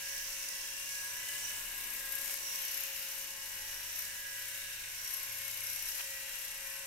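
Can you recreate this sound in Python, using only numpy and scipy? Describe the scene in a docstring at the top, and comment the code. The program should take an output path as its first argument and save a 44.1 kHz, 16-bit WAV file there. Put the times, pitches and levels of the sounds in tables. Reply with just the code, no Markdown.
"""A rotary electric shaver works over chin and lip at arm's length from a phone in a small tiled bathroom.
Motor and gear teeth whine as sums of wavering tones. The cutters are filtered noise: they hiss in their
steel caps, rattle the housing, snip stubble and scrape once a turn, harder when pressed.
Noise also makes the skin rustle and the knocks. Under it lie low air, a drone and faint low hums that
come and go. The left microphone gets more of the highest treble, the right one less."""
import sys
import numpy as np
from scipy import signal
from scipy.fft import rfft, irfft, next_fast_len
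from scipy.io import wavfile
from scipy.ndimage import uniform_filter1d, map_coordinates

SR = 44100
rng = np.random.default_rng(int(sys.argv[2]) if len(sys.argv) > 2 else 0)


def waveform_to_disk(signal):
    """Save audio, clipped to [-1, 1], as 16-bit WAV at the path in sys.argv[1]."""
    frames = np.transpose(np.atleast_2d(signal))
    scaled = np.clip(frames, -1, 1) * 32767
    samples = np.round(scaled).astype(np.int16)
    wavfile.write(sys.argv[1], SR, samples)


N = 302922
TIME = np.arange(N) / SR
FFT_SIZE = next_fast_len(N)
FREQ = np.maximum(np.arange(FFT_SIZE // 2 + 1) * SR / FFT_SIZE, 1)

CUTTER_TEETH = 17  # teeth that pass in one turn of the cutters
# base colour of the steel hiss: (f/Hz, left level/dB per Hz, right level/dB per Hz)
HISS_COLOUR = [(2420, -112, -110), (4080, -91.5, -86.5), (4960, -89, -81.5), (5470, -86, -79.5),
               (6700, -87, -79.5), (7660, -83, -84.5), (9500, -82.5, -93.5), (11200, -81.5, -95.5),
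               (13200, -83.5, -101), (15000, -88, -105), (15500, -87, -117)]
# how the cutters' level changes from one patch of stubble to the next; only the changes count:
# (t/s, housing rattle level/dB, steel hiss level/dB)
STUBBLE_PATCHES = [(0, -47, -39.5), (.5, -46.5, -39.5), (.72, -48.5, -41.5), (.95, -47, -39),
                   (1.2, -46.5, -44), (1.36, -45, -39), (1.7, -46.5, -43), (2.1, -47, -43.5),
                   (2.35, -47, -39.5), (2.8, -43.5, -40.5), (3.4, -48.5, -42), (3.8, -46, -43.5),
                   (4.06, -46.5, -40.5), (4.2, -47, -43), (4.65, -45, -43), (5.2, -47, -42),
                   (5.6, -46, -42), (5.98, -45.5, -39.5), (6.25, -46, -42), (6.87, -48, -44.5)]


def undb(db):
    """Turn decibels into gain."""
    return 10 ** (np.asarray(db) / 20)


def curves(table):
    """Draw straight lines between the rows of a table: one curve over time for each column."""
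    s, *columns = np.transpose(table)
    return np.array([np.interp(TIME, s, c) for c in columns])


def colour(table):
    """Gain at every frequency for each dB column of a spectrum."""
    hz, *columns = np.transpose(table)
    return undb([np.interp(np.log(FREQ), np.log(hz), c) for c in columns])


def shape(x, gain):
    """Filter so that white noise of rms 1 gets the given density per Hz."""
    filtered = irfft(rfft(x, FFT_SIZE) * gain, FFT_SIZE)
    return filtered[..., :N] * np.sqrt(SR / 2)


def lift(x, hz, kind, db):
    """Raise or lower one band by a level curve."""
    sos = signal.butter(3, hz, kind, fs=SR, output="sos")
    return x + (undb(db) - 1) * signal.sosfiltfilt(sos, x)


def unit(x):
    """Scale to rms 1."""
    return x / np.sqrt(np.mean(x ** 2))


def walk(rate):
    """Smooth random curve that takes a new value, of spread 1, rate times a second."""
    knots = rng.standard_normal(int(N / SR * rate) + 4)
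    steps = np.arange(0, len(knots) - 1, 1 / 8)
    fine = map_coordinates(knots, [steps], order=3, mode="nearest")
    return np.interp(TIME * rate * 8, np.arange(len(fine)), fine)


def blend_weights(count, rate):
    """Random weights that wander over time while their summed power stays 1."""
    weights = np.array([walk(rate) for _ in range(count)])
    return weights / np.sqrt(np.sum(weights ** 2, axis=0))


def held(start, end, attack_s, release_s):
    """Rise around start, hold at no more than 1, fall around end."""
    rise = .5 + (TIME - start) / attack_s
    fall = .5 + (end - TIME) / release_s
    return np.clip(np.minimum(rise, fall), 0, 1)


def resonate(x, hz, width):
    """Pass sound through one narrow resonance twice, then scale to rms 1."""
    b, a = signal.iirpeak(hz, hz / width, fs=SR)
    return unit(signal.lfilter(b, a, signal.lfilter(b, a, x)))


def tiles(x, t60, wet_db):
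    """Direct sound plus a dense short ring of the tiled walls, different at each microphone."""
    t = TIME[:SR // 2]
    tail = rng.standard_normal((2, len(t))) * np.exp(-np.log(1000) * t / t60) * (t > .003)
    tail *= undb(wet_db) / np.sqrt(np.sum(tail ** 2, axis=1, keepdims=True))
    both = x * np.ones((2, 1))
    echoes = signal.fftconvolve(both, tail, axes=1)[:, :N]
    return (both + echoes) / np.sqrt(1 + undb(2 * wet_db))


def moving_tiles(x, t60, wet_db, count=4):
    """The wall echoes change as the shaver is moved: several rings blend into one another."""
    direct = x / np.sqrt(1 + undb(2 * wet_db))
    out = direct
    for weight in blend_weights(count, .98):
        out = out + weight * (tiles(x, t60, wet_db) - direct)
    return out


def low_background(drone_hz=29.6, apart=0.8, octave_db=-17):
    """Low air noise, a swelling deep drone and faint low hums with octaves, nearly alike on both sides."""
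    # colour of each layer of air noise: (f/Hz, level/dB per Hz)
    air_colour = [(8, -88.5), (20, -84.5), (40, -94), (60, -95), (125, -103), (158, -97.5), (200, -106),
                  (500, -109), (2000, -118)]
    # swells of the drone, added to its resting level: (time of the peak t/s, added level/dB)
    swells = [(.25, -64), (1.7, -62), (2.15, -68), (3.75, -68), (4.65, -69), (5.05, -72), (5.85, -67),
              (6.6, -70)]
    # faint low hums come and go, one of them a harmonic of the motor shaft:
    # (start t/s, end t/s, f/Hz, level of the main tone/dB)
    hums = [(0, 0.18, 87.7, -71), (.05, .95, 295.3, -77.5), (0.698, 1.653, 108.3, -76.5),
            (0.897, 1.9, 89.7, -72.5), (3.39, 4.253, 79.6, -69.5), (4.297, 5.05, 107.6, -71.5),
            (4.349, 6.298, 77.05, -75), (5.243, 5.807, 106.5, -67)]
    rest_db, swell_s, hum_fade_s = -75.5, .17, .2

    air = rng.standard_normal(N) + apart * rng.standard_normal((2, N))
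    out = shape(air, colour(air_colour))
    drone_gain = undb(rest_db)
    for s, db in swells:
        drone_gain = drone_gain + undb(db) * np.exp(-((TIME - s) / swell_s) ** 2)
    out = out + np.sqrt(2) * drone_gain * np.sin(2 * np.pi * drone_hz * TIME + .5 * walk(3.44))
    for start, end, hz, db in hums:
        angle = 2 * np.pi * hz * TIME + .11 * walk(5.2)
        tone = np.sin(angle) + undb(octave_db) * np.sin(2 * angle)
        out = out + np.sqrt(2) * undb(db) * held(start, end, hum_fade_s, hum_fade_s) * tone
    return out


def skin(apart=0.15):
    """The head slides over skin: low noise rustles softly."""
    # base colour of the rustle: (f/Hz, level/dB per Hz)
    skin_colour = [(60, -115), (160, -100.5), (240, -101), (320, -99), (500, -103), (1200, -114)]
    # how the rustle's level changes; only the changes count: (t/s, level/dB)
    rustle_level = [(0, -71.5), (.8, -72.5), (1.5, -65.5), (2.15, -65.5), (2.55, -67.5), (3, -70),
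                    (3.5, -71), (5.5, -76), (6.87, -83)]
    noise = rng.standard_normal(N) + apart * rng.standard_normal((2, N))
    return shape(noise, colour(skin_colour)) * unit(undb(curves(rustle_level)[0]))


def knocks(tick_db=38, body_db=47, tick_s=0.005, body_s=0.018, lead_s=0.003):
    """The floating head skids and clicks in its mount: a steel tick and a short chatter of the housing."""
    # stubble catches and the head knocks on its mount, before tick_db and body_db are added:
    # (t/s, tick level/dB, body level relative to it/dB)
    catches = [(.307, -41, -5), (0.4398, -33.5, -13), (.486, -31, -26), (1.2864, -31, -22),
               (1.8383, -34, -12), (2.296, -38, -2), (2.832, -32, -16), (5.145, -32, -22),
               (5.995, -30.5, -5)]
    # colour of the housing's thud: (f/Hz, level/dB per Hz)
    thud_colour = [(150, -112), (400, -101), (700, -93.5), (1200, -93), (2300, -82), (3000, -85),
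                   (4500, -97), (8000, -122)]
    skid_db, skid_rate = 3, 450  # spread of the chatter in dB, new values per second

    tick, body = np.zeros((2, N))
    for s, db, low_db in catches:
        age = TIME - s
        tick += (age > 0) * undb(db + tick_db) * np.exp(-np.abs(age) / tick_s)
        # the body rises over lead_s and dies away over body_s
        body += undb(db + low_db + body_db) * np.exp(-np.maximum(age / body_s, -age / lead_s))
    noise = rng.standard_normal((2, N)) * unit(undb(skid_db * walk(skid_rate)))
    dry_knocks = shape(tick * noise, colour(HISS_COLOUR)) + shape(body * noise, colour(thud_colour))
    return tiles(dry_knocks, t60=0.13, wet_db=-25)


def random_sizes(spread_db=3):
    """Gains for small hits: many faint, a few loud."""
    return undb(spread_db * np.minimum(rng.exponential(size=N), 3))


def snips(rate=450, ring_s=0.00079):
    """Single hairs are cut with tiny cracks: random hits start short fading bursts of noise."""
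    hits = (rng.random(N) < rate / SR) * random_sizes()
    fading = signal.lfilter([1], [1, -np.exp(-1 / (ring_s * SR))], hits)
    return unit(fading * rng.standard_normal((2, N)))


def housing_ring(teeth, rate=700):
    """Blade taps ring the plastic housing; as the grip shifts, one resonance after another comes forward."""
    # resonances of the housing: (f/Hz, width/Hz, left level/dB, right level/dB)
    housing_modes = [(1475, 130, -72, -70.5), (1803, 120, -61, -62), (2057, 170, -71, -68),
                     (2385, 180, -58, -64), (2560, 130, -64, -65.5), (2800, 140, -60, -66.5),
                     (3080, 230, -64, -64), (3764, 300, -65, -66)]
    grip_db, grip_rate = 3.5, 7  # spread of their strength in dB, new values per second

    # taps are likeliest once per passing tooth
    chance = rate / SR * (1 + np.cos(2 * np.pi * teeth))
    taps = (rng.random(N) < chance) * random_sizes() * rng.standard_normal((2, N))
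    out = 0
    for hz, width, left_db, right_db in housing_modes:
        strength = unit(undb(grip_db * walk(grip_rate)))
        out = out + undb([[left_db], [right_db]]) * resonate(taps, hz, width) * strength
    return out * unit(undb(curves(STUBBLE_PATCHES)[0]))


def pressure():
    """How hard the head lies on the skin, about 0-1."""
    # the head is pushed against the skin: (start t/s, end t/s, pressure 0-1)
    pushes = [(0.092, 0.363, 0.18), (1.05, 1.347, 0.26), (1.493, 1.645, 0.27), (1.7, 2.047, 0.5),
              (2.072, 2.367, 0.83), (2.473, 2.7, 0.56), (2.69, 2.876, 0.78), (2.908, 3.246, 0.46),
              (3.424, 3.883, 0.31), (3.938, 4.03, 0.93), (4.33, 4.632, 0.32), (5.037, 5.276, 0.75),
              (5.3, 5.6, 0.57), (5.6, 5.803, 0.73), (5.83, 6.015, 0.58), (6.306, 6.53, 0.44),
              (6.616, 6.783, 0.33)]
    return sum(force * held(start, end, .097, .095) for start, end, force in pushes)


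def clatter(teeth, size=1400):
    """The gear's small flaws come round again with every turn, and change slowly as the load shifts."""
    turns = teeth / (CUTTER_TEETH + 1)
    flaws = rng.standard_normal((6, size))
    places = np.arange(size) / size
    weights = blend_weights(len(flaws), 7)
    return unit(sum(w * np.interp(turns % 1, places, f) for w, f in zip(weights, flaws)))


def scrape(teeth, press, depth=2.6):
    """Once a turn a pressed cutter catches on its cap and slips free over about six milliseconds."""
    turns = teeth / CUTTER_TEETH - .85
    turn = np.round(turns)
    # every turn catches with its own random strength
    strength = undb(rng.standard_normal(int(turn[-1]) + 2))[turn.astype(int) + 1]
    offset = turns - turn
    contact = np.exp(-(offset / .11) ** 4) * (1 - 2.5 * offset)  # hardest early in the catch
    gate = 1 + depth * press * strength * contact
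    return gate / np.sqrt(uniform_filter1d(gate ** 2, SR // 16))  # keep the average level even


def squeals(force, left_db=-11):
    """Each light glide excites one narrow resonance of a cap, at its own pitch."""
    # the caps squeal in light contact: (start t/s, end t/s, right level/dB, f/Hz, width/Hz)
    glides = [(0.045, .35, -48, 5500, 450), (0.067, 0.73, -48.5, 6030, 550), (0.393, .72, -50, 5430, 447),
              (0.735, 1.243, -48.5, 5820, 453), (1.22, 1.617, -51, 3010, 139.4),
              (1.418, 1.497, -39.5, 5820, 350), (2.433, 2.597, -42.5, 5710, 300),
              (2.611, 2.768, -46, 5790, 300.4), (2.814, 2.86, -44, 6600, 400), (3.61, 3.86, -50, 5690, 450),
              (3.874, 4.064, -47.5, 5850, 500), (4.953, 5.154, -46.5, 5680, 400),
              (5.62, 5.964, -48.5, 5760, 500)]
    out = np.zeros((2, N))
    for start, end, db, hz, width in glides:
        gate = held(start, end, .076, .092)
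        on = gate > 0
        friction = (force * rng.standard_normal((2, N)))[:, on]
        out[:, on] += undb(db) * gate[on] * resonate(friction, hz, width)
    return out * undb([[left_db], [0]])  # left_db is relative to the right


def cap_mode(mode, force, bend):
    """Friction noise held in one steep-sided resonance whose pitch follows the load."""
    hz, width, left_db, right_db = mode[:4]
    band = undb([[left_db], [right_db]]) / (1 + 1j * FREQ / width) ** 2
    angle = 2 * np.pi * np.cumsum(hz * bend) / SR
    out = 0
    for wave in (np.cos, np.sin):  # two noises carried a quarter cycle apart
        out = out + shape(force * rng.standard_normal((2, N)), band) * wave(angle)
    return np.sqrt(2) * out


def cap_ring(mesh, ring_gain, drag, slip_db=1.03):
    """Friction rings the steel caps; each mode grips and slips a little on its own."""
    # resonances of the steel caps, the 11.6 kHz one strongest:
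    # (f/Hz, width/Hz, left level/dB per Hz, right level/dB per Hz, share of the scrape 0-1)
    cap_modes = [(11595, 360, -71.5, -89, 0.95), (14450, 350, -75.5, -94, 0.47),
                 (8590, 110, -78, -87.5, 0.46), (5790, 420, -91, -83, 0), (2895, 145, -81, -85.5, 0)]
    # load bends the pitch of all modes alike: (t/s, strongest mode f/Hz)
    cap_pitch = [(0, 11470), (.1, 11870), (.28, 11870), (.45, 11670), (1.5, 11770), (1.8, 11580),
                 (3.2, 11640), (3.7, 11430), (4.05, 11690), (4.6, 11700), (5.2, 11570), (5.9, 11490),
                 (6.25, 11430), (6.87, 11680)]
    # extra level of the highest mode: (t/s, level/dB)
    upper_ring = [(0, -6), (1.4, 1), (1.6, 2), (2.3, 2), (2.5, 3), (3.22, 2), (3.35, -3), (4, 1),
                  (4.45, -1), (5.1, -2), (6.1, 2.5), (6.87, -6)]
    bend = curves(cap_pitch)[0] / cap_modes[0][0]
    out = 0
    for k, mode in enumerate(cap_modes):
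        grip_db = slip_db * walk(28)
        if k == 1:  # the highest mode
            grip_db = grip_db + curves(upper_ring)[0]
        force = mesh * (ring_gain * drag) ** mode[4] * undb(grip_db)
        out = out + cap_mode(mode, force, bend)
    return out


def cutters(teeth, shared=0.54, snip_db=-12, hiss_share=0.25):
    """Housing rattle, steel hiss pulsing with the teeth, and the ring of the caps under the scraping."""
    # base colour of the housing rattle: (f/Hz, left level/dB per Hz, right level/dB per Hz)
    rattle_colour = [(133, -104, -104), (415, -100, -102), (740, -93, -103), (1070, -88.5, -93.5),
                     (1190, -91.5, -99.5), (1422, -90, -86), (1570, -84.5, -87), (2170, -85, -83.5),
                     (2680, -81, -84), (3300, -89, -88), (3970, -86, -86), (4700, -100.5, -97.5),
                     (8100, -125, -125)]
    # extra level of two bands: (t/s, rattle's low end level/dB, hiss's bright band level/dB)
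    band_levels = [(0, -0.5, -1), (.9, 0, 2), (1.4, 1, 4.5), (2.2, 1.5, 3), (2.8, -4, -1.5), (3.5, 0, 0),
                   (4, -0.5, 1), (4.55, -5.5, 2.5), (5, -0.5, 0.5), (6, -2, 0), (6.87, 1, 3.5)]
    # growth with pressure, in dB per unit of pressure, before the average is evened out
    rattle_pressed_db, hiss_pressed_db, ring_pressed_db = 1.8, 2.5, 14
    resting_drag = .32  # least pressure that counts for the scrape
    tooth_depth, clatter_weight = .33, .68  # pulse by each tooth 0-1, gear clatter against noise

    press = pressure()
    rattle_db, hiss_db = curves(STUBBLE_PATCHES)
    rattle_gain = unit(undb(rattle_db + rattle_pressed_db * press))
    hiss_gain = unit(undb(hiss_db + hiss_pressed_db * press))
    ring_gain = unit(undb(ring_pressed_db * press))
    drag = scrape(teeth, np.maximum(press, resting_drag))
    mesh = unit(1 + tooth_depth * np.cos(2 * np.pi * teeth))
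    low_db, bright_db = curves(band_levels)

    # one part for each microphone, and a part shared by both
    noise = rng.standard_normal((2, N)) + shared * rng.standard_normal(N)
    repeating = np.array([clatter(teeth), clatter(teeth)]) + shared * clatter(teeth)
    housing = noise + clatter_weight * repeating
    rattle = unit(moving_tiles(housing, t60=0.32, wet_db=-5.0)) * rattle_gain
    rattle = lift(shape(rattle, colour(rattle_colour)), 1240, "lowpass", low_db)

    hiss = unit(rng.standard_normal((2, N)) * mesh + undb(snip_db) * snips())
    # stubble meets the blades in uneven patches
    hiss = hiss * hiss_gain * drag ** hiss_share * undb(.5 * walk(36))
    steel = lift(shape(hiss, colour(HISS_COLOUR)), (7260, 10200), "bandpass", bright_db)
    steel = steel + squeals(mesh * np.sqrt(drag)) + cap_ring(mesh, ring_gain, drag)
    return rattle + moving_tiles(steel, t60=0.14, wet_db=-9.0)


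def partial(turns, db, fade_db, stray, flutter=0, flicker=.19):
    """One tone at both microphones; wall echoes make it flicker, uneven load makes it flutter."""
    start, fade = rng.uniform(0, 2 * np.pi), walk(4.05)
    tone = np.exp(1j * (2 * np.pi * turns + start))
    tone = tone * (1 + flutter * (walk(60) + 1j * walk(60)))
    heard = []
    for side_db in db:
        echo = 1 + flicker * (walk(22) + 1j * walk(22))
        path = np.exp(1j * stray * walk(1.597))  # the phase wanders on the way to this microphone
        heard.append(undb(side_db + fade_db * fade) * np.imag(tone * echo * path))
    return np.array(heard) * np.sqrt(2 / (1 + 2 * flicker ** 2))


def motor_shaft(teeth, shaft_db=-2.0):
    """The motor shaft turns in step with the gear and sounds some of its harmonics."""
    # which multiples of the shaft's turning rate are heard
    shaft_orders = [1, 2, 5, 6, 8, 9, 12, 13, 14, 15, 18]
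    # base level of each of them, before shaft_db is added: (left level/dB, right level/dB)
    shaft_levels = [(-77, -77), (-78.5, -85.5), (-78.5, -82), (-78, -73), (-80, -81), (-87, -87),
                    (-86, -86), (-78, -82), (-81, -83), (-84, -77), (-64.5, -64.5)]
    # how all of them change together; only the changes count: (t/s, level/dB)
    shaft_course = [(0, -4.5), (2.3, -4), (3.6, -3), (4.3, -4), (4.7, -5), (5.3, -7), (6.2, -5), (6.87, -2)]
    shaft_turns = 8 / 45 * teeth
    out = 0
    for order, db in zip(shaft_orders, shaft_levels):
        out = out + partial(order * shaft_turns, np.add(db, shaft_db), fade_db=1.5, stray=.37)
    return out * unit(undb(curves(shaft_course)[0]))


def whine(teeth, whine_db=.8):
    """Gear mesh and motor tones; the cutters' drag swings the mesh tones once a turn."""
    # the loud partials, as multiples of the tooth rate
    whine_orders = [1, 8 / 5, 16 / 9, 88 / 45, 25 / 9, 3, 55 / 18, 32 / 9, 4, 5, 91 / 17, 6]
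    # level of each partial as the shaver turns in the room, before whine_db is added,
    # one curve each: (t/s, left level/dB, right level/dB)
    whine_levels = [
        [(0.0, -63.5, -69), (1.0, -67, -73), (1.44, -64.5, -73.0), (1.88, -75, -79), (2.04, -63, -68),
         (2.6, -65.0, -71), (2.96, -61, -66.5), (3.4, -67, -71), (4.08, -69.5, -74), (4.64, -65, -69.0),
         (4.84, -74.5, -78), (5.48, -65.5, -68), (5.84, -70, -72), (6.12, -59.5, -64.5), (6.4, -66.5, -71),
         (6.84, -60.5, -64)],
        [(0.0, -73.0, -79), (1.2, -71, -79), (1.52, -65, -82), (1.92, -79, -79.0), (2.6, -64, -80.5),
         (2.72, -71, -79.5), (2.88, -65, -76.5), (2.96, -70, -80.0), (3.52, -62, -76), (4.48, -97, -94),
         (5.4, -73.0, -83.0), (6.4, -67, -80.0), (6.84, -68.5, -81.5)],
        [(0.0, -65, -85), (0.28, -67, -82), (0.44, -69, -79), (0.64, -61, -84), (0.88, -69, -78),
         (1.16, -58, -83), (1.28, -74, -66.0), (1.44, -65, -83), (1.6, -64, -71), (1.72, -64, -76),
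         (3.36, -73, -86.0), (3.48, -63, -92), (4.8, -70, -90), (6.6, -69, -80), (6.84, -66.0, -85.5)],
        [(0.0, -77.0, -80.5), (0.12, -69, -74), (0.24, -69, -75), (0.56, -69, -68), (0.68, -74, -69),
         (0.84, -62.0, -77), (1.24, -67, -81), (2.32, -60.5, -83), (2.44, -59.5, -69.5), (3.08, -71, -78.5),
         (3.4, -63, -75), (4.32, -85.0, -85), (5.16, -61.0, -81), (6.24, -76.0, -79.5), (6.84, -60.0, -87.5)],
        [(0.0, -69.5, -76), (0.8, -67, -78), (1.2, -73.5, -61), (1.8, -76, -86), (4.36, -68.5, -60.5),
         (6.48, -71, -74), (6.76, -63.5, -56.5), (6.84, -69.5, -62.0)],
        [(0.0, -61, -55), (0.2, -76, -51.0), (0.32, -72, -66), (0.68, -63, -61), (0.8, -77, -62),
         (0.96, -73, -49.5), (1.04, -69, -48), (1.24, -78, -54), (1.36, -51, -55), (1.44, -63, -52.5),
         (1.96, -69, -57), (2.16, -51.5, -46), (2.28, -52.0, -65), (2.52, -73, -70), (3.32, -63, -65),
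         (3.44, -68.0, -64.0), (3.56, -74, -59), (3.76, -75, -57), (4.24, -70, -51.5), (4.72, -60.0, -57),
         (4.8, -72, -62), (5.24, -79, -55), (6.12, -67, -65.0), (6.84, -69.0, -64)],
        [(0.0, -75.0, -66), (2.12, -57, -59), (2.52, -70, -68), (3.0, -71.0, -61), (3.12, -64, -70),
         (4.64, -72, -60), (4.72, -80, -57), (6.44, -85, -77), (6.84, -70.5, -72.5)],
        [(0.0, -75.0, -63.5), (0.08, -74, -54), (0.44, -76, -64), (0.56, -77, -51), (0.88, -59, -76),
         (1.12, -70, -59), (1.28, -59.0, -51.0), (1.56, -68, -65), (1.76, -70, -56), (1.84, -67, -60),
         (2.08, -72, -51.5), (2.24, -68, -61), (3.28, -77, -62), (3.6, -59.0, -60), (4.0, -67.0, -61),
         (4.24, -70.5, -54.5), (4.96, -66, -61), (5.76, -66, -71), (6.16, -58, -54), (6.36, -58, -61),
         (6.72, -58, -54), (6.84, -67, -58.5)],
        [(0.0, -68.5, -62.0), (0.12, -56.0, -71), (0.24, -66, -67), (0.44, -58.5, -60), (0.56, -71.5, -71.0),
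         (0.88, -60, -75), (1.36, -63.5, -62), (1.48, -55, -69.5), (1.8, -65, -58), (2.24, -58, -55),
         (2.64, -61, -57), (3.24, -63.0, -70), (3.48, -62.0, -63), (3.56, -60, -72), (3.8, -77, -69),
         (4.04, -57.0, -56), (4.16, -67.0, -67.0), (5.0, -60, -64.5), (5.16, -59.5, -57), (5.64, -56, -57.5),
         (6.36, -71, -74.5), (6.52, -65, -66), (6.68, -68.5, -67), (6.84, -60, -63)],
        [(0.0, -55.0, -71.0), (0.16, -59, -75), (0.84, -49.5, -82), (1.0, -58, -73), (1.12, -55, -72.5),
         (1.24, -53.5, -69), (1.84, -63, -59), (2.76, -58.0, -70), (2.84, -49.5, -66), (3.08, -64, -62.5),
         (3.16, -53.5, -68.5), (3.56, -73, -78.5), (3.96, -70, -64.0), (4.2, -64, -73), (4.6, -62, -58),
         (5.04, -62, -66), (5.64, -63, -64), (6.2, -54.5, -70), (6.28, -62, -66), (6.48, -54.5, -53),
         (6.68, -60, -81), (6.84, -61.5, -64)],
        [(0.0, -57.5, -75), (0.76, -75, -80), (0.92, -59.5, -81), (1.68, -62.0, -52.5), (2.16, -78, -76.0),
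         (2.44, -59, -64.5), (3.24, -57, -63), (5.36, -74, -68), (5.56, -57, -57), (5.68, -67, -70),
         (6.36, -60, -72.0), (6.84, -77, -76.5)],
        [(0.0, -59, -76.0), (0.16, -72, -71), (0.32, -75.5, -79.5), (0.68, -59, -70), (1.24, -72, -76),
         (5.76, -77, -71), (6.48, -75, -61), (6.84, -78.0, -82.0)],
    ]
    # for the highest partial: swing once a turn, phase wander in radians, quick flutter under load
    wobble, stray, flutter = .27, .6, .3

    out = 0
    for order, level in zip(whine_orders, whine_levels):
        depth = order / max(whine_orders)  # higher partials waver more
        swing = 1 + depth * wobble * np.sin(2 * np.pi * teeth / CUTTER_TEETH + walk(2.98))
        tone = partial(order * teeth, curves(level) + whine_db, fade_db=.5,
                       stray=stray * np.sqrt(depth), flutter=flutter * np.sqrt(depth))
        out = out + swing * tone
    return out + motor_shaft(teeth)


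def scene():
    """One gear train drives tones and cutters; its speed sags under load and trembles slightly."""
    # gear speed: (t/s, tooth rate f/Hz)
    gear_speed = [(0.0, 542.5), (0.12, 551.0), (0.44, 551.0), (0.52, 548.0), (0.72, 549.0), (0.84, 555.5),
                  (1.04, 549.5), (1.36, 561.5), (1.52, 559.0), (1.72, 545.0), (1.88, 548.5), (2.04, 542.5),
                  (2.2, 547.5), (2.4, 549.0), (2.52, 545.0), (2.72, 547.5), (2.92, 545.5), (3.0, 540.0),
                  (3.12, 545.0), (3.32, 546.0), (3.64, 542.5), (4.04, 554.0), (4.12, 549.5), (4.44, 549.0),
                  (4.64, 555.5), (4.8, 538.0), (5.12, 547.5), (5.48, 545.5), (5.8, 542.0), (5.88, 545.5),
                  (6.2, 541.5), (6.86, 547.0)]
    # count of teeth passed so far, with a tremble in teeth
    teeth = np.cumsum(curves(gear_speed)[0]) / SR + .009 * walk(40)
    background = low_background()
    return background + skin() + knocks() + housing_ring(teeth) + cutters(teeth) + whine(teeth)


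def record(dry):
    """The phone cuts the top: a steep low-pass filter ends the sound near 15750 Hz."""
    return signal.sosfilt(signal.ellip(12, .1, 80, 15750, fs=SR, output="sos"), dry)


dry = scene()
out = record(dry)
waveform_to_disk(out)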